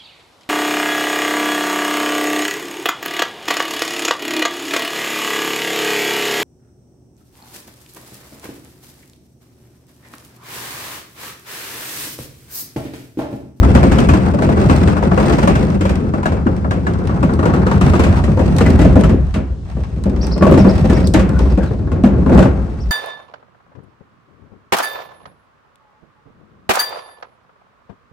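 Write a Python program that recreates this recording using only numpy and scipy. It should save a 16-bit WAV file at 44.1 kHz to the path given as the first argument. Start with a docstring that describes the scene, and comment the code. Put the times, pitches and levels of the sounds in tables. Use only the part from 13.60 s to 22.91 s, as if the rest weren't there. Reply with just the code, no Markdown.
"""A hollow rumble and hard knocks, close on the left: a plastic wheelie bin rolls over rough paving.
Stones drum its shell through hard wheels, lid and axle knock, grit snaps and plastic rubs.
The bin swings round in front of the hand-held stereo microphone and is bumped to a stop,
its loudest blows overloading the input. Fence and houses throw back a faint echo; towards
the end a small bird chirps across the yard and a farther one slurs once."""
import sys
import numpy as np
from scipy import signal
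from scipy.fft import rfft, irfft
from scipy.io import wavfile
from scipy.ndimage import uniform_filter1d

SR = 44100
rng = np.random.default_rng(int(sys.argv[2]) if len(sys.argv) > 2 else 0)


def waveform_to_disk(signal):
    """Save audio, clipped to [-1, 1], as 16-bit WAV at the path in sys.argv[1]."""
    frames = np.transpose(np.atleast_2d(signal))
    scaled = np.clip(frames, -1, 1) * 32767
    samples = np.round(scaled).astype(np.int16)
    wavfile.write(sys.argv[1], SR, samples)


N = 410561
TIME = np.arange(N) / SR

# Levels are relative within a column; each source adds its own gain.
# the long pull, then the parking shoves: (time [s], wall drumming [dB], crunch at the tread [dB])
ROLL = [(0.0, -10.5, -35), (0.44, -11, -33), (0.6, -15.5, -36.5), (0.77, -14, -38), (1.11, -13.5, -30.5),
        (1.5, -14, -38.5), (1.63, -13, -31.5), (1.76, -11, -30), (2.41, -18, -47), (2.98, -21.5, -50.5),
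        (3.53, -19, -45), (3.78, -15, -43), (4.17, -14.5, -40), (4.3, -12, -31.5), (4.72, -19, -40),
        (5.13, -10, -36), (5.39, -13, -40.5), (5.55, -14, -54), (5.73, -42, -49), (5.86, -32, -105),
        (6.09, -38.5, -48), (6.27, -35.5, -51), (6.53, -20, -55), (6.64, -21, -43), (6.82, -17, -50),
        (7.0, -25.5, -35), (7.41, -14.5, -35), (7.54, -16.5, -56), (7.88, -17, -40), (8.11, -26.5, -47),
        (8.38, -19, -68), (8.66, -13.5, -45.5), (8.76, -6, -34), (8.92, -19.5, -50.5), (9.18, -29.5, -50),
        (9.31, -32.5, -55)]
# the shell sways: (time [s], boom of the air inside [dB], lid flutter [dB])
SWAY = [(0, -2.5, -16), (0.55, -19, -12), (0.75, -23, -19), (1.12, -23, -11), (1.4, -20.5, -18),
        (2.0, -17.5, -17.5), (2.6, -24, -21), (3.0, -18, -18.5), (3.55, -29, -17), (4.1, -25, -14.5),
        (4.35, -24, -9), (4.75, -19, -14), (5.3, -11, -9), (5.6, -9.5, -17), (6.0, -25, -29),
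        (6.2, -20.5, -21), (6.7, -14, -30.5), (7.0, -14.5, -13), (7.5, -13.5, -15), (7.9, -11, -22.5),
        (8.2, -21.5, -20), (8.8, -10, -15.5), (9.05, -18.5, -25.5), (9.31, -16, -31)]
# loose wheels on the axle: (time [s], rattle against the drumming [dB])
RATTLE = [(0, -17), (1.55, -13.5), (2.1, -21), (2.7, -15.5), (3.4, -15.5), (3.9, -10), (4.4, -15.5),
          (4.7, -16), (5.5, -28), (6.3, -22), (7.3, -23.5), (9.31, -15)]
# deep modes of the air in the bin and of the lid: (frequency [Hz], width [Hz], level [dB])
CAVITY_MODES = [(40.3, 6.5, -35), (62.2, 9.3, 16)]
LID_MODES = [(83, 16.5, 3), (107.8, 14.2, -4.5), (140, 41.5, -4.5)]
# resonances of the walls and of a hollow wheel: (frequency [Hz], width [Hz], lift [dB])
WALL_MODES = [(190, 35, 7), (250, 6.1, 4.5), (272.4, 16, 6), (340, 120, 4.5), (535, 78, 7), (631, 14, 12),
              (1130, 36, -24.5), (1700, 360, 4.5), (2550, 200, 1.5)]
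WHEEL_MODES = [(986, 15, 0.43), (1144, 210, 1.45), (1409, 620, 4.5), (1713, 14, 0.63), (2805, 79, 0.76)]
# tone colours at the microphone: (frequency [Hz], level [dB])
DRUM_SPECTRUM = [(50, -26), (100, -7.5), (142, 2.5), (230, -2), (320, -7), (450, -8.5), (650, -21),
                 (900, -28), (1500, -48.5), (2500, -37), (5000, -72), (16000, -111)]  # walls, rolling
CLACK_SPECTRUM = [(300, -58.5), (700, 4.5), (1100, -2), (1800, -7.5), (2400, -16), (3000, -38.5),
                  (4000, -20), (16000, -63)]  # hollow wheel
CRUNCH_SPECTRUM = [(200, -24), (700, 12), (1500, 4), (2600, 2.5), (3800, -3), (6000, -4.5), (7200, -10.5),
                   (8600, -7.5), (11000, -19.5), (16000, -27)]  # grit under the tread
RIB_SPECTRUM = [(600, 21.5), (850, 0.5), (1300, -8), (1900, 12.5), (2700, 1), (3300, 2)]  # ribs and spokes
AIR_SPECTRUM = [(30, -10.5), (100, 10.5), (300, -21), (1000, -49), (3000, -25), (6000, -30), (9000, -37),
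                (11000, -48.5), (16000, -84)]  # open yard
THUD_SPECTRUM = [(40, -20), (90, -8.5), (200, -1), (330, -6), (600, -9.5), (900, -17), (1500, -31),
                 (3000, -41), (16000, -83)]  # walls, struck
CRACK_SPECTRUM = [(200, -25), (700, 3), (1400, -1.5), (2600, 1), (4000, -6.5), (7000, -7.5), (8600, -9.5),
                  (11000, -17.5), (16000, -33.5)]  # hard edges meeting
BITE_SPECTRUM = [(300, -12.5), (700, -3), (1500, 1.5), (2700, -4.5), (3800, -7.5), (8000, -17.5),
                 (16000, -39)]  # tread on a paving edge
SNAP_SPECTRUM = [(500, -20), (2000, -14), (4000, 12.5), (7000, 6), (8600, 12), (11000, 1), (16000, -14)]  # one grain breaking
TICK_SPECTRUM = [(300, -9), (900, 3), (2200, -4.5), (4400, -13), (5600, -10), (16000, -52.5)]  # plastic edge
# ring of the shell, scaled for each kind of blow: (frequency [Hz], base t60 [s])
SHELL_DECAY = [(100, 0.73), (300, 0.53), (1000, 0.45), (3000, 0.15), (8000, 0.072), (16000, .07)]
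# wheels drop into joints and hop on the axle, the lid bounces:
# (time [s], crack [dB], thud [dB], clack [dB], panel pitch [Hz], wheel pitch [Hz])
KNOCKS = [(0.029, -26.5, -13, -12.5, 273, 1320), (0.0874, -50, -15, -32, 264, 1125),
          (0.1503, -17.5, -0.5, -10, 242, 836), (0.2296, -22, -4.5, -12, 595, 1020),
          (0.3176, -20, -13, -24, 342, 1070), (0.3843, -19.5, -7, -16, 237, 1340),
          (0.488, -18.5, -6.5, -12, 271, 1140), (0.535, -21.5, -7, -12, 301, 1025),
          (0.7385, -37, -6, -31, 593, 920), (0.7864, -35, -13, -20, 513, 1140),
          (0.8211, -24, -8.5, -14, 660, 886), (0.8891, -34, -6, -17, 550, 1076),
          (0.9703, -38, -9, -17, 437, 1170), (1.096, -19.5, -6.5, -11, 261, 1090),
          (1.2115, -43, -10.5, -36, 165, 1090), (1.2737, -24, -7.5, -22, 408, 1790),
          (1.3667, -29, -21, -16.5, 554, 1094), (1.425, -32, -11, -14, 710, 945),
          (1.5149, -34, -5, -15, 686, 1130), (1.5753, -24.5, -7, -10, 498, 1100),
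          (1.5998, -27, -6, -14, 654, 913), (1.7844, -23.5, -9, -18, 580, 980),
          (1.8289, -23, -9, -16, 228, 850), (1.8741, -17.5, -4.5, -11.5, 574, 1140),
          (1.9534, -23, -17, -18, 656, 1600), (2.0813, -43, -22, -27, 446, 1082),
          (2.2088, -24, -10.5, -26, 310, 980), (2.2522, -25, -9.5, -18, 580, 1010),
          (2.2924, -24.5, -19, -30, 173, 1022), (2.537, -34, -10, -18.5, 632, 1160),
          (2.63, -32, -18, -18, 190, 1010), (2.6558, -23, -10.5, -11.5, 620, 1652),
          (2.7197, -31.5, -13, -22, 545, 1028), (2.866, -36, -11.5, -14, 290, 1305),
          (3.045, -48, -15, -19, 200, 1320), (3.1092, -25.5, -15.5, -15.5, 596, 1620),
          (3.267, -29, -14, -14, 620, 1687), (3.4929, -42, -18, -21, 590, 1140),
          (3.628, -26.5, -9.5, -14.5, 570, 1137), (3.6914, -46, -16, -20.5, 252, 1380),
          (3.7901, -31.5, -15, -15.5, 560, 1110), (3.828, -32, -10, -15.5, 437, 1166),
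          (3.8547, -24, -4.5, -13.5, 492, 956), (3.9369, -27.5, -11, -15.5, 480, 1330),
          (4.066, -27, -8.5, -14, 506, 1300), (4.1124, -25, -28, -12.5, 463, 923),
          (4.211, -21.5, -11, -15, 700, 1190), (4.3351, -25, -10, -12, 354, 1220),
          (4.3523, -29, -10.5, -21, 167, 1120), (4.3941, -19, -6.5, -13, 453, 1043),
          (4.436, -19.5, -11, -22, 502, 2540), (4.465, -34, -11.5, -22, 580, 1120),
          (4.6384, -26, -15.5, -24, 234, 1900), (4.679, -48, -11.5, -23, 208, 1204),
          (4.7729, -34, -10, -21, 522, 900), (4.7925, -29.5, -7, -18.5, 530, 931),
          (5.007, -20, -7.5, -15.5, 462, 1200), (5.0618, -23.5, -8.5, -16, 369, 2010),
          (5.1906, -22, -7, -20, 277, 870), (5.2146, -21.5, -7, -28, 285, 870),
          (5.2488, -25.5, -0.5, -33, 612, 860), (5.304, -43, -13, -37, 185, 952),
          (5.3562, -26, -1.5, -21.5, 520, 784), (5.3928, -30, -8.5, -35, 210.6, 965),
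          (5.436, -22.5, -10.5, -16.5, 256, 1313), (5.4933, -28.5, -8, -24, 214, 900),
          (5.7404, -26, -18.5, -32, 152, 1190), (5.759, -35.5, -11.5, -27, 209, 1100),
          (6.168, -57, -19, -40, 212, 1150), (6.4568, -40, -9, -40, 200, 1190),
          (6.7625, -44, -11.5, -36, 600, 1140), (6.809, -50, -6.5, -24, 190, 1130),
          (6.8231, -22.5, 0, -12, 595, 1130), (6.8661, -25, -1.5, -16.5, 620, 1140),
          (6.8933, -34, -6, -20, 166.5, 1260), (6.919, -25, 1, -23, 368, 1080),
          (6.939, -24.5, -10, -17, 171, 1090), (6.9748, -22, -1.5, -17, 311, 880),
          (7.001, -32, -4, -32, 198, 1230), (7.0481, -34, -1.5, -19, 190, 1130),
          (7.0656, -35, -3, -29, 385, 1270), (7.0947, -39, -12, -30, 345, 888),
          (7.244, -46, -8, -33, 216, 990), (7.298, -23.5, -6.5, -23, 198, 1740),
          (7.324, -31, -6.5, -23, 192.6, 955), (7.367, -35, -19, -28, 190, 1840),
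          (7.5413, -15, -1.5, -18, 321, 892), (7.594, -23.5, -15, -21, 211, 1130),
          (7.9745, -36, -7, -30, 191, 1100), (8.03, -33.5, -15.5, -28.5, 197, 1640),
          (8.108, -54, -15, -28, 426, 750), (8.3162, -34, -13, -27.5, 240, 1080),
          (8.437, -25, -4, -16.5, 239, 830), (8.4615, -36, -7.5, -28, 200, 860),
          (8.662, -39, -5.5, -19, 265, 1030), (8.6939, -34, -3, -20, 252, 895),
          (8.719, -36, -2.5, -28, 190, 890), (8.7749, -21.5, -2.5, -13.5, 257, 830),
          (8.7902, -21.5, -0.5, -17, 604, 1120), (8.8245, -23, -15, -17, 202, 1504),
          (8.8535, -41, -7.5, -18, 563, 860)]
# the body slumps onto its axle: (time [s], level [dB], starting pitch [Hz])
THUMPS = [(0.168, -10, 230), (1.152, -14, 200), (2.022, -13, 200), (2.8605, -4, 333), (3.646, -6, 260),
          (4.688, -7, 220), (4.927, -9, 260), (5.36, -7.5, 360), (7.003, -18, 230), (7.215, -6, 200),
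          (7.32, -15, 230), (7.736, -17, 200), (7.548, -10.5, 378), (7.976, -11.5, 330), (8.107, -15, 200),
          (8.438, 0, 293)]
# grit snaps, plastic ticks: (time [s], snap [dB], duller tick [dB])
SNAPS = [(0.403, -33, -35), (1.164, -34.5, -36), (1.662, -37, -24), (1.735, -43, -10), (2.0287, -44, -41),
         (2.102, -46, -19), (2.296, -42, -34), (2.356, -40, -18.5), (2.965, -50, -24), (3.336, -48, -23),
         (3.4726, -41.5, -18), (3.7366, -38.5, -44), (4.965, -33, -45), (4.984, -27.5, -10),
         (5.1034, -35, -15),  (5.41, -38, -16), (6.236, -62, -23.5), (6.438, -41, -23), (6.497, -50, -26),
         (6.562, -55, -24), (6.6684, -37.5, -22), (6.779, -43, -20), (7.472, -27.5, -39), (7.538, -27, -14),
         (7.692, -42, -26), (7.7908, -39, -15.5)]
# plastic rubs: (time [s], length [s], pitch [Hz], level [dB], hoarseness [share of pitch])
RUBS = [(5.055, 0.018, 2000, -24, 0.072), (6.822, 0.044, 1130, -17.5, 0.029), (6.905, 0.03, 523, -15, .04),
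        (7.735, 0.19, 950, -38, 0.084), (7.724, 0.11, 1480, -34.5, 0.035), (7.97, 0.13, 1526, -37, 0.076)]
# the nearer bird's calls: (time [s], level [dB])
BIRD_CALLS = [(6.608, -31.5), (6.978, -34.5), (7.334, -38.5), (7.791, -48), (9.196, -45)]
# the two notes of a call: (time into the call [s], length [s], top pitch [Hz], level [dB])
CALL_NOTES = [(0, 0.048, 5700, 1.5), (0.105, 0.035, 5270, 4)]
# the farther bird: (time [s], length [s], first pitch [Hz], last pitch [Hz], level [dB])
SLURS = [(8.02, 0.091, 5060, 3430, -47.5)]
# where the bin is: (time [s], bearing [0 = in front, 1 = left])
BEARING = [(0, 0.83), (2.3, 0.81), (3, 0.85), (4.6, 0.43), (5.2, 0.0069), (9.31, 0.0067)]
# the two microphone ports: (frequency [Hz], left-right likeness [0 to 1], left louder by [dB])
MIC_PORTS = [(60, 0.98, 1.5), (200, 0.79, 0), (430, 0.74, 3.5), (770, 0.25, 2.5), (1970, 0.22, 0.7),
             (4000, 0.27, -0.5), (6940, 0.05, 3.5), (9600, 0.98, -0.5), (16000, 0.41, 1)]

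ECHO_DB, ECHO_T60_S = -19, .55  # a knock coming back from fence and house


def amp(db):
    """Decibels to amplitude."""
    return 10 ** (np.asarray(db) / 20)


def unit(x):
    """Scale to an RMS of 1."""
    return x / np.sqrt(np.mean(x ** 2) + 1e-20)


def steady(x, seconds):
    """Hold the level near 1 over the given time; quicker grain stays."""
    power = uniform_filter1d(np.mean(x ** 2, 0), int(seconds * SR / 2) + 1)
    return x / np.sqrt(uniform_filter1d(power, int(seconds * SR) + 1) + 1e-12)


def at_hz(table, hz):
    """Every column of a table, joined by lines on a log-frequency axis."""
    freqs, *columns = np.transpose(table)
    return np.squeeze([np.interp(np.log(hz + 1), np.log(freqs), c) for c in columns])


def curves(table):
    """Every column of a table at every sample."""
    times, *columns = np.transpose(table)
    return [np.interp(TIME, times, c) for c in columns]


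def add(mix, s, sound):
    """Mix a sound in at s seconds."""
    part = mix[:, max(round(s * SR), 0):][:, :sound.shape[1]]
    part += sound[:, :part.shape[1]]


def colour(spectrum, modes=(), size=4096):
    """Minimum-phase impulse response of a spectrum with resonances on top."""
    hz = np.fft.rfftfreq(size, 1 / SR)
    lift_db = sum(lift / (1 + (2 * (hz - f) / width) ** 2) for f, width, lift in modes)
    cepstrum = irfft(np.log(amp(at_hz(spectrum, hz) + lift_db)))
    cepstrum[1:size // 2] *= 2
    cepstrum[size // 2 + 1:] = 0
    return irfft(np.exp(rfft(cepstrum)))[None]


def stones(per_s, spread_db):
    """Random bumps under the wheels, mostly small, a few large."""
    size = amp(spread_db * np.minimum(rng.exponential(1, N), 4)) * rng.choice([-1, 1], N)
    return size * (rng.random(N) < per_s / SR)


def sway(bumps, modes):
    """Bumps drive a few deep resonances."""
    hz = np.fft.rfftfreq(N, 1 / SR)
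    response = sum(amp(db) / (1 + 1j * (hz - f) / width) ** 2 * (-1) ** k
                   for k, (f, width, db) in enumerate(modes))
    return irfft(rfft([bumps, rng.permutation(bumps)]) * response, N)


def ring(tone, decay_scale, echo_db=ECHO_DB, echo_t60=ECHO_T60_S):
    """One blow at two ports: dense modes die band by band, fence and house return a faint tail."""
    hz, t, noise = signal.stft(rng.choice([-1., 1.], (2, 16384)), SR, nperseg=128)
    t60 = decay_scale * at_hz(SHELL_DECAY, hz)[:, None]
    decay = amp(-60 * t / t60) + amp(echo_db - 60 * t / echo_t60)
    blow = signal.fftconvolve(signal.istft(noise * decay, SR, nperseg=128)[1], tone, axes=1)
    return blow / np.sqrt(np.mean(blow[:, :SR // 80] ** 2))


def shake(bumps, tone, decay_scale, echo_db, paths):
    """Each bump reaches the shell by one of several paths, each with its own ring."""
    out, path = np.zeros((2, N)), rng.integers(0, paths, N)
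    for k in range(paths):
        response = ring(tone, decay_scale, echo_db, echo_t60=1.0)
        out += signal.oaconvolve((bumps * (path == k))[None], response, axes=1)[:, :N]
    return out


def rib_pings(per_s, spread_db, decay_cycles, ribs=32):
    """Each stone rings one small rib or spoke."""
    out, t = np.zeros((2, N)), np.arange(1500) / SR
    bumps, rib = stones(per_s, spread_db), rng.integers(0, ribs, N)
    for k, hz in enumerate(np.geomspace(RIB_SPECTRUM[0][0], RIB_SPECTRUM[-1][0], ribs)):
        envelope = np.exp(-hz * t / decay_cycles) * (1 - np.exp(-hz * t))
        tone = np.sin(2 * np.pi * (hz * t + rng.random((2, 1))))
        ping = amp(at_hz(RIB_SPECTRUM, hz)) * envelope * tone
        for at in np.flatnonzero(bumps * (rib == k)):
            add(out, at / SR, bumps[at] * ping)
    return out


def wheel_contact(hop_s=.028, hop_db=-4):
    """Grip on the paving: it loosens as the wheels hop just before each knock."""
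    aloft = np.zeros(N)
    for s, *_ in KNOCKS:
        aloft[(TIME > s - hop_s) & (TIME < s)] = 1
    return amp(hop_db * uniform_filter1d(aloft, size=SR // 200))


def rolling():
    """Close by, stones pump the air in the bin, shake lid and walls, rattle the wheels and crunch."""
    boom_db, lid_db = curves(SWAY)
    drum_db, crunch_db = curves(ROLL)
    rattle_db = drum_db + curves(RATTLE)[0]
    bumps = stones(per_s=520, spread_db=4.5)
    boom = steady(sway(bumps, CAVITY_MODES), 0.84) * amp(boom_db - 3)
    lid = steady(sway(rng.permutation(bumps), LID_MODES), 0.089) * amp(lid_db)
    walls = shake(bumps, colour(DRUM_SPECTRUM, WALL_MODES), decay_scale=0.5, echo_db=-19.5, paths=5)
    drum = steady(walls, 0.084) * amp(drum_db - 0.5)
    jolts = bumps * (rng.random(N) < .2)
    wheels = shake(jolts, colour(CLACK_SPECTRUM, WHEEL_MODES), decay_scale=0.81, echo_db=-32, paths=3)
    rattle = steady(wheels, 0.58) * amp(rattle_db)
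    grains = bumps + stones(per_s=220, spread_db=3)
    grit = shake(grains, colour(CRUNCH_SPECTRUM), decay_scale=0.22, echo_db=-22.5, paths=3)
    ribs = rib_pings(per_s=670, spread_db=3, decay_cycles=26)
    rib_db = 14 + 1.38 * crunch_db  # ribs ring most on rough paving
    crunch = steady(grit, 0.33) * amp(crunch_db + 6.5) + steady(ribs, 0.16) * amp(rib_db)
    return boom + lid + wheel_contact() * (drum + rattle + crunch)


def yard_air():
    """Quiet outdoor wash all round the microphone."""
    wash = signal.oaconvolve(rng.standard_normal((2, N)), colour(AIR_SPECTRUM), axes=1)[:, :N]
    return amp(-41.5) * unit(wash)


def struck_mode(hz, t60, rise_s):
    """One struck mode dies away, heard at both ports."""
    t = np.arange(SR // 3) / SR
    envelope = amp(-60 * t / t60) * (1 - np.exp(-t / rise_s))
    return np.sin(2 * np.pi * hz * t) * envelope * np.array([[1], [.45]])


def tread_bite(wheel_hz, per_s=1100, peak_s=.002, overtone=2.3):
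    """The tread meets an edge in a scatter of small dry contacts, coloured by a wheel overtone."""
    t = np.arange(SR // 50) / SR
    contacts = rng.standard_normal(len(t)) * (rng.random(len(t)) < per_s / SR)
    contacts *= t / peak_s * np.exp(-t / peak_s)
    tone = colour(BITE_SPECTRUM, [(overtone * wheel_hz, 350, 9)])
    click = ring(tone, decay_scale=0.25, echo_db=-40)
    return signal.fftconvolve(click, contacts[None] / (np.linalg.norm(contacts) + 1e-9), axes=1)


def knocks(panel_cycles=42):
    """A blow thuds in one panel and all the walls, rocks the lid and rings a wheel; hard edges crack."""
    out = np.zeros((2, N))
    thud = colour(THUD_SPECTRUM, WALL_MODES)
    clack = colour(CLACK_SPECTRUM, WHEEL_MODES)
    crack = colour(CRACK_SPECTRUM, WHEEL_MODES)
    mode_gains = amp(1.5 * rng.standard_normal((len(KNOCKS), len(WHEEL_MODES))))
    for (s, crack_db, thud_db, clack_db, panel_hz, wheel_hz), gains in zip(KNOCKS, mode_gains):
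        panel_db = thud_db + 2.5 + at_hz(THUD_SPECTRUM, panel_hz) / 2
        add(out, s, amp(panel_db) * struck_mode(panel_hz, t60=panel_cycles / panel_hz, rise_s=0.002))
        add(out, s, amp(thud_db - 4.5) * struck_mode(LID_MODES[0][0], t60=0.11, rise_s=0.004))
        add(out, s, amp(thud_db - 8) * ring(thud, decay_scale=0.62))
        # the wheel: one clear note over its weaker modes and a blurred ring
        add(out, s, amp(clack_db + 1) * struck_mode(wheel_hz, t60=0.085, rise_s=0.0012))
        for (hz, _, lift), gain in zip(WHEEL_MODES, gains):
            mode_db = clack_db - 8 + lift + at_hz(CLACK_SPECTRUM, hz) / 2
            add(out, s, gain * amp(mode_db) * struck_mode(hz, t60=0.075, rise_s=0.0012))
        add(out, s, amp(clack_db - 10) * ring(clack, decay_scale=0.45))
        add(out, s, amp(crack_db - 6) * ring(crack, decay_scale=1.95))
        add(out, s, amp(crack_db - 6) * tread_bite(wheel_hz))
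    return out


def thumps(peak_s=.007, give_s=.014, sag_share=.55):
    """The body slumps onto its axle: a short hollow note that sinks as the floor of the bin gives."""
    out, t = np.zeros((2, N)), np.arange(SR // 10) / SR
    swell = t / peak_s * np.exp(1 - t / peak_s)
    for s, db, start_hz in THUMPS:
        hz = start_hz * (1 - sag_share * (1 - np.exp(-t / give_s)))
        tone = np.sin(2 * np.pi * np.cumsum(hz) / SR)
        add(out, s, amp(db) * swell * tone * np.array([[1], [.3]]))
    return out


def grit_snaps():
    """Single grains crack and plastic edges tick, too light to stir the walls."""
    out, snap, tick = np.zeros((2, N)), colour(SNAP_SPECTRUM), colour(TICK_SPECTRUM)
    for s, snap_db, tick_db in SNAPS:
        add(out, s, amp(snap_db - 0.5) * ring(snap, decay_scale=0.18, echo_db=-16.5, echo_t60=0.19))
        add(out, s, amp(tick_db - 12.5) * ring(tick, decay_scale=0.28, echo_db=-10, echo_t60=0.36))
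    return out


def plastic_rubs():
    """Stick and slip scrapes one mode, which wavers in pitch and strength and comes out hoarse."""
    out = np.zeros((2, N))
    for s, length, hz, db, hoarseness in RUBS:
        count = int(length * SR)
        drifts = uniform_filter1d(rng.standard_normal((2, count + 600)), size=150)[:, 300:-300]
        waver, grip = map(unit, drifts)
        tone = np.sin(2 * np.pi * np.cumsum(hz * (1 + hoarseness * waver)) / SR) * amp(4.5 * grip)
        add(out, s, amp(db) * unit(tone) * signal.windows.tukey(count, .5) * np.array([[1], [.3]]))
    return out


def whistle(hz, db):
    """One bird note: a near sine with a quick flutter in pitch."""
    flutter = unit(uniform_filter1d(rng.standard_normal(len(hz)), size=40))
    tone = np.sin(2 * np.pi * np.cumsum(hz * (1 + .04 * flutter)) / SR)
    return (amp(db) * signal.windows.tukey(len(hz), .3) * tone)[None]


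def birds():
    """Across the yard, arched chirps, high then low, and a farther slur echo between the houses."""
    song = np.zeros((1, N))
    for s, db in BIRD_CALLS:
        for after, length, top_hz, note_db in CALL_NOTES:
            arch = 1 - .32 * abs(np.linspace(-1, 1, int(length * SR))) ** 2.2
            add(song, s + after, whistle(top_hz * arch, db + note_db))
    for s, length, first_hz, last_hz, db in SLURS:
        add(song, s, whistle(np.linspace(first_hz, last_hz, int(length * SR)), db))
    t = np.arange(SR // 2) / SR
    yard = rng.standard_normal((2, len(t))) * (amp(-60 * t / 0.6) + 2.5 * amp(-60 * t / 0.044))
    echo = signal.oaconvolve(song, yard / np.linalg.norm(yard[0]), axes=1)[:, :N]
    return 0.65 * song + amp(-3) * echo


def stereo_microphone(sound, side_delay_s=.00045, top_lag_s=.000275):
    """Two ports hear partly the same sound; the right hears it later while the bin is on the left."""
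    hz, t, (left, other) = signal.stft(sound, SR, nperseg=256, noverlap=192)
    likeness, left_db = at_hz(MIC_PORTS, hz)[:, :, None]
    hz = hz[:, None]
    delay = side_delay_s * np.interp(t, *np.transpose(BEARING)) * (hz < 7000)
    turns = hz * delay - top_lag_s * np.maximum(hz - 8300, 0)  # in the top octave the left port lags
    right = (likeness * left + np.sqrt(1 - likeness ** 2) * other) * np.exp(-2j * np.pi * turns)
    pair = np.array([left * amp(left_db / 2), right * amp(-left_db / 2)])
    return signal.istft(pair, SR, nperseg=256, noverlap=192)[1][:, :N]


def scene():
    """The bin close to the microphone, open air around it, birds farther off."""
    wheelie_bin = rolling() + knocks() + thumps() + plastic_rubs() + grit_snaps()
    return stereo_microphone(wheelie_bin + yard_air()) + birds()


def record(dry, low_cut_hz=34, top_hz=15900):
    """The microphone sheds the deepest rumble, rounds off the loudest swings and loses the very top."""
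    trimmed = signal.sosfilt(signal.butter(3, low_cut_hz, "highpass", fs=SR, output="sos"), dry)
    rounded = trimmed / (1 + trimmed ** 12) ** (1 / 12)
    band_limit = signal.firwin(511, top_hz, window=("kaiser", 9), fs=SR)
    return signal.oaconvolve(rounded, band_limit[None], "same")


dry = scene()
out = record(dry)
waveform_to_disk(out)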